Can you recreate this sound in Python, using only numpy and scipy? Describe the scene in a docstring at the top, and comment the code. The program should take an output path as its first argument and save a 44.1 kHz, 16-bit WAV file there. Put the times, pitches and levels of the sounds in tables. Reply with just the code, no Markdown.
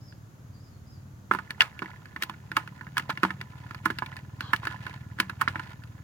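"""Crickets in a cut-off plastic bottle, handled in a field. Throughout, a slow one-cylinder engine
thuds in the distance and far insects hiss. A small bird calls in the first second. From 1.3 s the
crickets jump and scrabble: each kick or flex snaps the thin wall, which rings briefly over the air
inside. At 4.4 s one cricket slides down the wall; kicks and taps go on until 5.8 s."""
import sys
import numpy as np
from scipy import signal
from scipy.fft import rfft, irfft, next_fast_len
from scipy.io import wavfile
from scipy.ndimage import uniform_filter1d

SR = 44100
rng = np.random.default_rng(int(sys.argv[2]) if len(sys.argv) > 2 else 0)


def unload_audio(sound):
    """Save the sound as a 16-bit wav file, at the path given as the first command line argument."""
    columns = np.transpose(np.atleast_2d(sound))
    # keep every value between -1 and 1, then stretch to whole-number steps
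    steps = np.round(np.clip(columns, -1, 1) * 32767)
    wavfile.write(sys.argv[1], SR, steps.astype(np.int16))


N = 266187
TIME = np.arange(N) / SR
AGE = np.arange(SR // 4) / SR   # t/s within one event

# bottle wall modes: f/Hz, level/dB, t60/s
WALL_MODES = [(892, -1, 0.069), (1020.7, 4.5, 0.044), (1098, -4.5, 0.043), (1270, -11, 0.1),
              (1401, -1, 0.04), (1470, -0.5, 0.046), (1693, 1, 0.051), (1782, 1, 0.034), (2074, 4.5, 0.018),
              (2263, -4.5, 0.04), (2775, -6.5, 0.044), (3377, -8.5, 0.037)]
# spectra of cracking and of rustling plastic: f/Hz, density/dB
CRACK_SPECTRUM = [(900, -30.5), (1500, 0), (2600, 5.5), (3400, -1.5), (4700, -2.5), (6500, -17.5),
                  (9000, -43)]
RUSTLE_SPECTRUM = [(250, -15.5), (550, -9.5), (950, -1.5), (1500, -1.5), (2200, -4.5), (3500, -16),
                   (6000, -25), (16000, -30.5)]
# hard kicks that buckle the wall: t/s, wall/dB, patch pitch/Hz, air thump/dB, crack/dB, fizz/dB;
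# spring-back: delay/s, wall and thump change/dB, crack and fizz change/dB
BUCKLES = [(1.3115, -7.5, 1360, -23.5, -52, -49, .0035, -4.5, -5),
           (1.3363, -21, 1410, -36, -34.5, -40, 0.012, 5.5, -2),
           (1.6065, -4.5, 2823, -42.5, -16, -30, .0114, -2, -1.5),
           (1.8199, -22, 1310, -27.5, -39.5, -68, 0.0042, -6.5, -14),
           (2.2226, -21.5, 1830, -41, -22, -28, 0.011, -2.5, -1.5),
           (2.5666, -12, 1484, -37, -16.5, -28.5, 0.0034, 3.5, -11),
           (2.9694, -14, 1640, -38.5, -31, -38, 0.0097, -2, 10),
           (3.098, -18.5, 1500, -30.5, -29, -44, 0.0041, -2, 3),
           (3.232, -9.5, 1450, -17.5, -18.5, -33, 0.0056, -1.5, -11.5),
           (3.8551, -14.5, 1396, -30.5, -25.5, -30, .003, 2, -4.5),
           (3.9018, -18.5, 1550, -27, -33.5, -44.5, .005, -5.5, -4),
           (4.533, -9, 1496, -28.5, -21, -31.5, 0.0078, -13, -16),
           (5.1996, -11.5, 1524, -26, -15, -27.5, 0.0023, -5.5, -1),
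           (5.412, -13, 1440, -39, -28, -29, .0035, 1, -3.5),
           (5.477, -9, 1640, -31, -38.5, -61, 0.0045, -12, 13.5)]


def from_db(db):
    """Decibels to gain."""
    return 10 ** (np.asarray(db) / 20)


def rms_one(x):
    """Scale to unit power."""
    return x / np.sqrt(np.mean(x ** 2) + 1e-20)


def peak_one(x, size=60):
    """Scale the loudest `size` samples to unit power."""
    power = np.mean(np.atleast_2d(x) ** 2, axis=0)
    return x / np.sqrt(uniform_filter1d(power, size, mode="constant").max() + 1e-20)


def in_time(rows):
    """Interpolate each column of a curve to every sample."""
    times_s, *columns = np.transpose(rows)
    return [np.interp(TIME, times_s, column) for column in columns]


def add(out, t_s, sound):
    """Mix a sound in at t_s."""
    room = out[..., max(round(t_s * SR), 0):][..., :sound.shape[-1]]
    room += sound[..., :room.shape[-1]]


def colour(x, points):
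    """Minimum-phase filter through (f/Hz, gain/dB) points."""
    size = 2 * next_fast_len(N)
    hz, db = np.transpose(points)
    bins_hz = np.maximum(np.arange(size // 2 + 1) * SR / size, 1)
    gain = from_db(np.interp(np.log(bins_hz), np.log(hz), db))
    cepstrum = irfft(np.log(gain))
    cepstrum[1:size // 2] *= 2
    cepstrum[size // 2 + 1:] = 0
    return irfft(rfft(x, size) * np.exp(rfft(cepstrum)), size)[..., :N]


def pair(mid_side, apart):
    """Mid and side to left and right."""
    return mid_side[0] + apart * mid_side[1] * np.array([[1], [-1]])


def noise(points, apart):
    """Coloured stereo noise of unit power."""
    return rms_one(colour(pair(rng.standard_normal((2, N)), apart), points))


def slow_noise(size):
    """Unit-power noise averaged over `size` samples."""
    return rms_one(uniform_filter1d(rng.standard_normal(N), size))


def swell(rise_s, order=1):
    """Envelope peaking at 1 at rise_s, then dying away."""
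    return (AGE / rise_s * np.exp(1 - AGE / rise_s)) ** order


def open_air(level_db=-51):
    """Soft outdoor rumble with a high band of far insects; widest in the treble."""
    # outdoor spectrum: f/Hz, density/dB
    spectrum = [(20, -11), (40, -14.5), (90, 10), (200, -0.5), (400, -12.5), (800, -17), (1400, -19),
                (2500, -29), (4000, -30.5), (5800, -30.5), (6750, -26), (8200, -38.5), (12000, -34.5),
                (16000, -36)]
    mid, side = rng.standard_normal((2, N))
    side = colour(side, [(100, -12.5), (400, -4.0), (1500, 1.5), (4000, -1.5)])
    return from_db(level_db) * rms_one(colour(pair([mid, side], apart=1), spectrum))


def bird(climb_hz_per_s=10000, fall_hz_per_s=14600, flutter_hz=85, scatter_t60_s=0.25):
    """Thin arched whistles with a quick flutter, smeared by scattering among the plants."""
    # notes: t/s, length/s, top f/Hz, level/dB
    notes = [(0, 0.12, 5320, -59.5), (.52, .057, 4700, -66), (0.585, 0.11, 5140, -67),
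             (0.71, .045, 4470, -67.5), (0.854, .12, 5150, -64.5)]
    out = np.zeros(N)
    flutter = flutter_hz * slow_noise(250)
    for t_s, length_s, top_hz, db in notes:
        start_hz = top_hz - climb_hz_per_s * length_s / 2
        end_hz = top_hz - fall_hz_per_s * length_s / 2
        arch = np.polyfit([0, .5, 1], [start_hz, top_hz, end_hz], 2)
        along = np.linspace(0, 1, int(length_s * SR))
        hz = np.polyval(arch, along ** 0.766)   # top comes early
        hz += flutter[round(t_s * SR):][:len(along)]
        envelope = from_db(db) * np.sqrt(2 * abs(np.sin(np.pi * along)))
        add(out, t_s, envelope * np.sin(2 * np.pi * np.cumsum(hz) / SR))
    paths = rng.standard_normal((2, len(AGE))) * from_db(-60 * AGE / scatter_t60_s)
    return signal.fftconvolve(out[None], paths / np.linalg.norm(paths[0]))[:, :N]


def engine(boom_rise_s=0.00784, uneven_db=1.0, waver=0.019, echo_db=-8, echo_s=0.02502):
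    """Each firing is a short exhaust boom; its echo off the land comes and goes."""
    # engine speed: t/s, firing rate/Hz
    speed = [(0, 18.6), (.7, 18.92), (2.6, 18.99), (3.4, 19.18), (6, 19.23)]
    # exhaust across the field: t/s, level/dB, boom f/Hz
    drone = [(0, -47, 116), (.8, -50, 106), (1.25, -47.5, 111.2), (2.05, -55.5, 130), (2.5, -49.5, 133),
             (3, -46, 137), (3.6, -45, 120), (4.4, -43, 118.6), (6, -44.5, 117)]
    # exhaust pipe modes: f/Hz, level/dB, rise/s
    pipe_modes = [(80, -44, 0.0063), (208, -16.5, 0.0099), (285, -19.5, 0.0078)]
    firing_hz, = in_time(speed)
    level_db, boom_hz = in_time(drone)
    cycles = np.cumsum(firing_hz) / SR - .25
    out, echo = np.zeros(N), 1
    for i in np.flatnonzero(np.diff(np.floor(cycles))):
        strength, detune, drift = rng.standard_normal(3)
        echo = .8 * echo + .6 * drift
        boom_mode = (boom_hz[i] * (1 + waver * detune), 0, boom_rise_s)
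        puff = np.zeros(len(AGE))
        for hz, db, rise_s in [boom_mode] + pipe_modes:
            envelope = from_db(db + uneven_db * rng.standard_normal()) * swell(rise_s, order=2)
            puff += envelope * np.sin(2 * np.pi * hz * (AGE - boom_rise_s))
        add(out, i / SR, from_db(uneven_db * strength) * puff)
        add(out, i / SR + echo_s, from_db(echo_db) * echo * puff)
    out = signal.sosfilt(signal.butter(4, 50, "high", fs=SR, output="sos"), out)
    return from_db(level_db) * rms_one(out)


def ring(modes, spread_db, pitch_hz=None, falloff_db_per_oct=11):
    """Modes struck with random strength and sign; those near the patch's pitch speak most."""
    hz, db, t60_s = np.transpose(modes)[:, :, None]
    db = db + spread_db * rng.standard_normal(hz.shape)
    if pitch_hz:
        db = db - falloff_db_per_oct * abs(np.log2(hz / pitch_hz))
    signs = rng.choice([-1, 1], hz.shape)
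    return np.sum(signs * from_db(db - 60 * AGE / t60_s) * np.sin(2 * np.pi * hz * AGE), axis=0)


def pop(pitch_hz, rise_s):
    """A small patch of wall swings for a few cycles."""
    return peak_one(swell(rise_s, order=2) * np.sin(2 * np.pi * (pitch_hz * AGE + rng.random())))


def hollow(contacts, ring_db=-2):
    """Small contacts plus the wall modes they excite, different on each side."""
    shell = pair([ring(WALL_MODES, spread_db=2.2) for _ in range(2)], apart=0.54)
    ringing = rms_one(signal.oaconvolve(contacts, shell, axes=1)[:, :N])
    return rms_one(rms_one(contacts) + from_db(ring_db) * ringing)


def slide(start_s=4.41, length_s=.12, level_db=-40, sag=0.074, fade_db_per_s=40):
    """Friction sings in a few resonances, which sink and fade as the cricket slips lower."""
    # resonances under the sliding body: f/Hz, level/dB, t60/s
    modes = [(1100, 0.5, 0.011), (1720, -6, 0.014), (3470, -8.5, .012), (4150, -4, .008)]
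    friction = pair(rng.standard_normal((2, SR)), apart=0.35)
    singing = signal.oaconvolve(friction, ring(modes, spread_db=0)[None], axes=1)
    stroke = signal.windows.tukey(int(length_s * SR), .3)
    age_s = AGE[:len(stroke)]
    read_index = SR // 2 + np.cumsum(1 - sag * age_s / length_s)
    sinking = np.array([np.interp(read_index, np.arange(len(side)), side) for side in singing])
    out = np.zeros((2, N))
    add(out, start_s, from_db(level_db - fade_db_per_s * age_s) * stroke * rms_one(sinking))
    return out


def leg_effort(fidget_db=-55.5, scramble_db=-47, settle_t60_s=1):
    """Gain of the legs: fidgeting once roused, a fading scramble per hard kick, bouts of clawing."""
    # clawing at the wall: start/s, end/s, level/dB
    bouts = [(1.847, 1.99, -54), (3.086, 3.136, -33), (3.45, 3.86, -50), (4.047, 4.24, -45),
             (4.602, 4.793, -37.5), (4.757, 5.007, -42), (5.5, 5.782, -44)]
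    power = from_db(fidget_db) ** 2 * (TIME > BUCKLES[0][0])
    scramble = from_db(scramble_db - 60 * TIME[:SR] / settle_t60_s)
    for t_s, *_ in BUCKLES:
        add(power, t_s, scramble ** 2)
    for start_s, end_s, db in bouts:
        bout = from_db(db) * signal.windows.tukey(int((end_s - start_s) * SR), .6)
        add(power, start_s, bout ** 2)
    return np.sqrt(power)


def scrabble(catches_per_s=170, spread_db=7, grit_db=5, rub_db=-3, rasp_db=-11):
    """Claws catch on the wall in a run of tiny pops, and rub and rasp as they slip."""
    grit = rms_one(from_db(grit_db * slow_noise(200)))
    rasp = from_db(rasp_db) * grit * noise(CRACK_SPECTRUM, apart=0.33)
    rub = from_db(rub_db) * grit * noise(RUSTLE_SPECTRUM, apart=0.9)
    caught = rng.random(N) < catches_per_s / SR
    catches = caught * from_db(spread_db * np.minimum(rng.standard_normal(N), 2))
    patches_hz = np.geomspace(1000, 2100, 10)
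    patch = rng.integers(len(patches_hz), size=N)
    ticks = sum(signal.oaconvolve(catches * (patch == k), pop(hz, rise_s=0.00102))[:N]
                for k, hz in enumerate(patches_hz))
    return leg_effort() * (hollow(rms_one(ticks) + rub) + rasp)


def blows(slack_hz=1105, tap_thump_db=-17, tap_fizz_db=-13):
    """Wall pops, two a buckle and one a tap: t/s, wall/dB, pitch/Hz, thump/dB, crack/dB, fizz/dB."""
    # a foot or head taps the wall: t/s, wall/dB, patch pitch/Hz, crack/dB
    taps = [(.124, -43.5, 1690, -53), (1.3872, -23.5, 1330, -37.5), (1.5054, -25.5, 1830, -26.5),
            (1.791, -27.5, 2450, -37.5), (1.858, -29, 1930, -49), (2.056, -36, 1620, -46),
            (2.1618, -22.5, 1730, -39), (2.296, -24, 1050, -32.5), (2.5163, -24, 1620, -33.5),
            (2.675, -31.5, 1410, -39.5), (2.81, -29, 1630, -46.5), (2.868, -32, 1590, -53),
            (2.9958, -19.5, 1710, -30.5), (3.0938, -22, 740, -35), (3.174, -22, 1920, -37.5),
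            (3.2493, -11.5, 1077, -32), (3.305, -19, 1670, -37), (3.412, -26, 2000, -32.5),
            (3.709, -28, 1390, -42), (3.746, -29.5, 1390, -37), (3.9858, -25, 1685, -25.5),
            (4.0216, -17.5, 1055, -46), (4.061, -34, 2350, -33.5), (4.166, -35, 1970, -34.5),
            (4.4065, -21, 1490, -27), (4.561, -40, 2340, -29), (4.632, -26.5, 1043, -54),
            (4.6519, -24.5, 1470, -28.5), (4.67, -16.5, 1370, -29.5), (4.865, -24, 1782, -36),
            (5.1866, -26, 1720, -41), (5.296, -22, 1520, -30.5), (5.5568, -18.5, 1620, -42),
            (5.595, -23.5, 1660, -35.5), (5.836, -44, 1500, -42)]
    for t_s, wall, pitch_hz, thump, crack, fizz, delay_s, back, crisp in BUCKLES:
        yield t_s, wall, pitch_hz, thump, crack, fizz
        back_hz = np.sqrt(pitch_hz * slack_hz)   # the patch springs back slacker
        yield t_s + delay_s, wall + back, back_hz, thump + back, crack + crisp, fizz + crisp
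    for t_s, wall, pitch_hz, crack in taps:
        yield t_s, wall, pitch_hz, wall + tap_thump_db, crack, crack + tap_fizz_db


def snaps(patch_rise_s=0.001, ring_rise_s=0.00082, crease_rise_s=.0006, ring_db=-3,
          tail_t60_s=0.19, crack_t60_s=0.1, lead_in_t60_s=0.064):
    """A patch of wall pops over with a bright crack, and the shell and its air ring on."""
    # modes of the air inside and the whole shell: f/Hz, level/dB, t60/s
    cavity_modes = [(188, -15.5, 0.36), (244, 1.5, 0.04), (320.7, -0.5, 0.11), (370, -4.5, 0.073),
                    (565, -15.5, 0.046)]
    # spectrum of crinkling plastic: f/Hz, density/dB
    fizz_spectrum = [(3500, -4), (6000, 0), (9000, 2), (12000, 5), (16000, 0)]
    out = np.zeros((2, N))
    crack = noise(CRACK_SPECTRUM, apart=0.22)
    fizz = noise(fizz_spectrum, apart=0.99)
    rustle = noise(RUSTLE_SPECTRUM, apart=0.62)
    onset = 1 - np.exp(-AGE / crease_rise_s)
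    crack_fade = swell(rise_s=0.0014) + onset * from_db(-17 - 60 * AGE / crack_t60_s)
    fizz_fade = onset * (from_db(-60 * AGE / 0.02) + from_db(-11.5 - 60 * AGE / 0.054))
    tail_fade = onset * from_db(-24 - 60 * AGE / tail_t60_s)   # the open bottle reverberates little
    lead_in_rise = from_db(-8 - 60 * AGE[::-1] / lead_in_t60_s)
    for t_s, wall_db, pitch_hz, thump_db, crack_db, fizz_db in blows():
        grain = rng.integers(N - len(AGE)) + np.arange(len(AGE))
        # a crinkly snap gives way more gradually than a clean knock
        slowness = np.interp(fizz_db - wall_db, [-24, -15], [1, 1.8])
        # each mode radiates differently to the two sides
        shell = pair([ring(WALL_MODES, spread_db=2.3, pitch_hz=pitch_hz) for _ in range(2)], apart=0.52)
        shell = peak_one(shell * (1 - np.exp(-AGE / (ring_rise_s * slowness))))
        body = peak_one(pop(pitch_hz, patch_rise_s * slowness) + from_db(ring_db) * shell)
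        snap = from_db(wall_db) * (body + tail_fade * rustle[:, grain])
        snap += from_db(thump_db) * peak_one(onset * ring(cavity_modes, spread_db=3.9), size=300)
        snap += from_db(crack_db) * peak_one(crack[:, grain] * crack_fade)
        snap += from_db(fizz_db) * peak_one(fizz[:, grain] * fizz_fade)
        add(out, t_s, snap)
        # a faint rustle swells just before each snap
        lead_in = lead_in_rise * (rustle[:, grain] + from_db(-23.5) * fizz[:, grain])
        add(out, t_s - AGE[-1], from_db(fizz_db) * lead_in)
    return out


def scene():
    """The bottle close to two microphones; everything else far off."""
    # microphone response towards the bottle: f/Hz, left/dB, right/dB
    mic_response = [(50.5, -29, -25.5), (173.2, -2.5, -3), (328, -6, -8.5), (499, -8, -0.5),
                    (770, -7.5, -4), (1056, -9, -1.5), (1750, -9.5, -1), (2857, 0, -4), (4030, 0, -8.5),
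                    (7200, 1, -36), (9300, 1, -6.5), (13900, -6.5, -3)]
    bottle = snaps() + scrabble() + slide()
    near = np.array([colour(bottle[k], np.array(mic_response)[:, [0, k + 1]]) for k in range(2)])
    return near + engine() + bird() + open_air()


def record(dry):
    """Clip the highest peaks, then low-pass at 16.3 kHz."""
    lowpass = signal.ellip(10, .1, 80, 16300, fs=SR, output="sos")
    return signal.sosfilt(lowpass, np.clip(dry, -.95, .95))


dry = scene()
out = record(dry)
unload_audio(out)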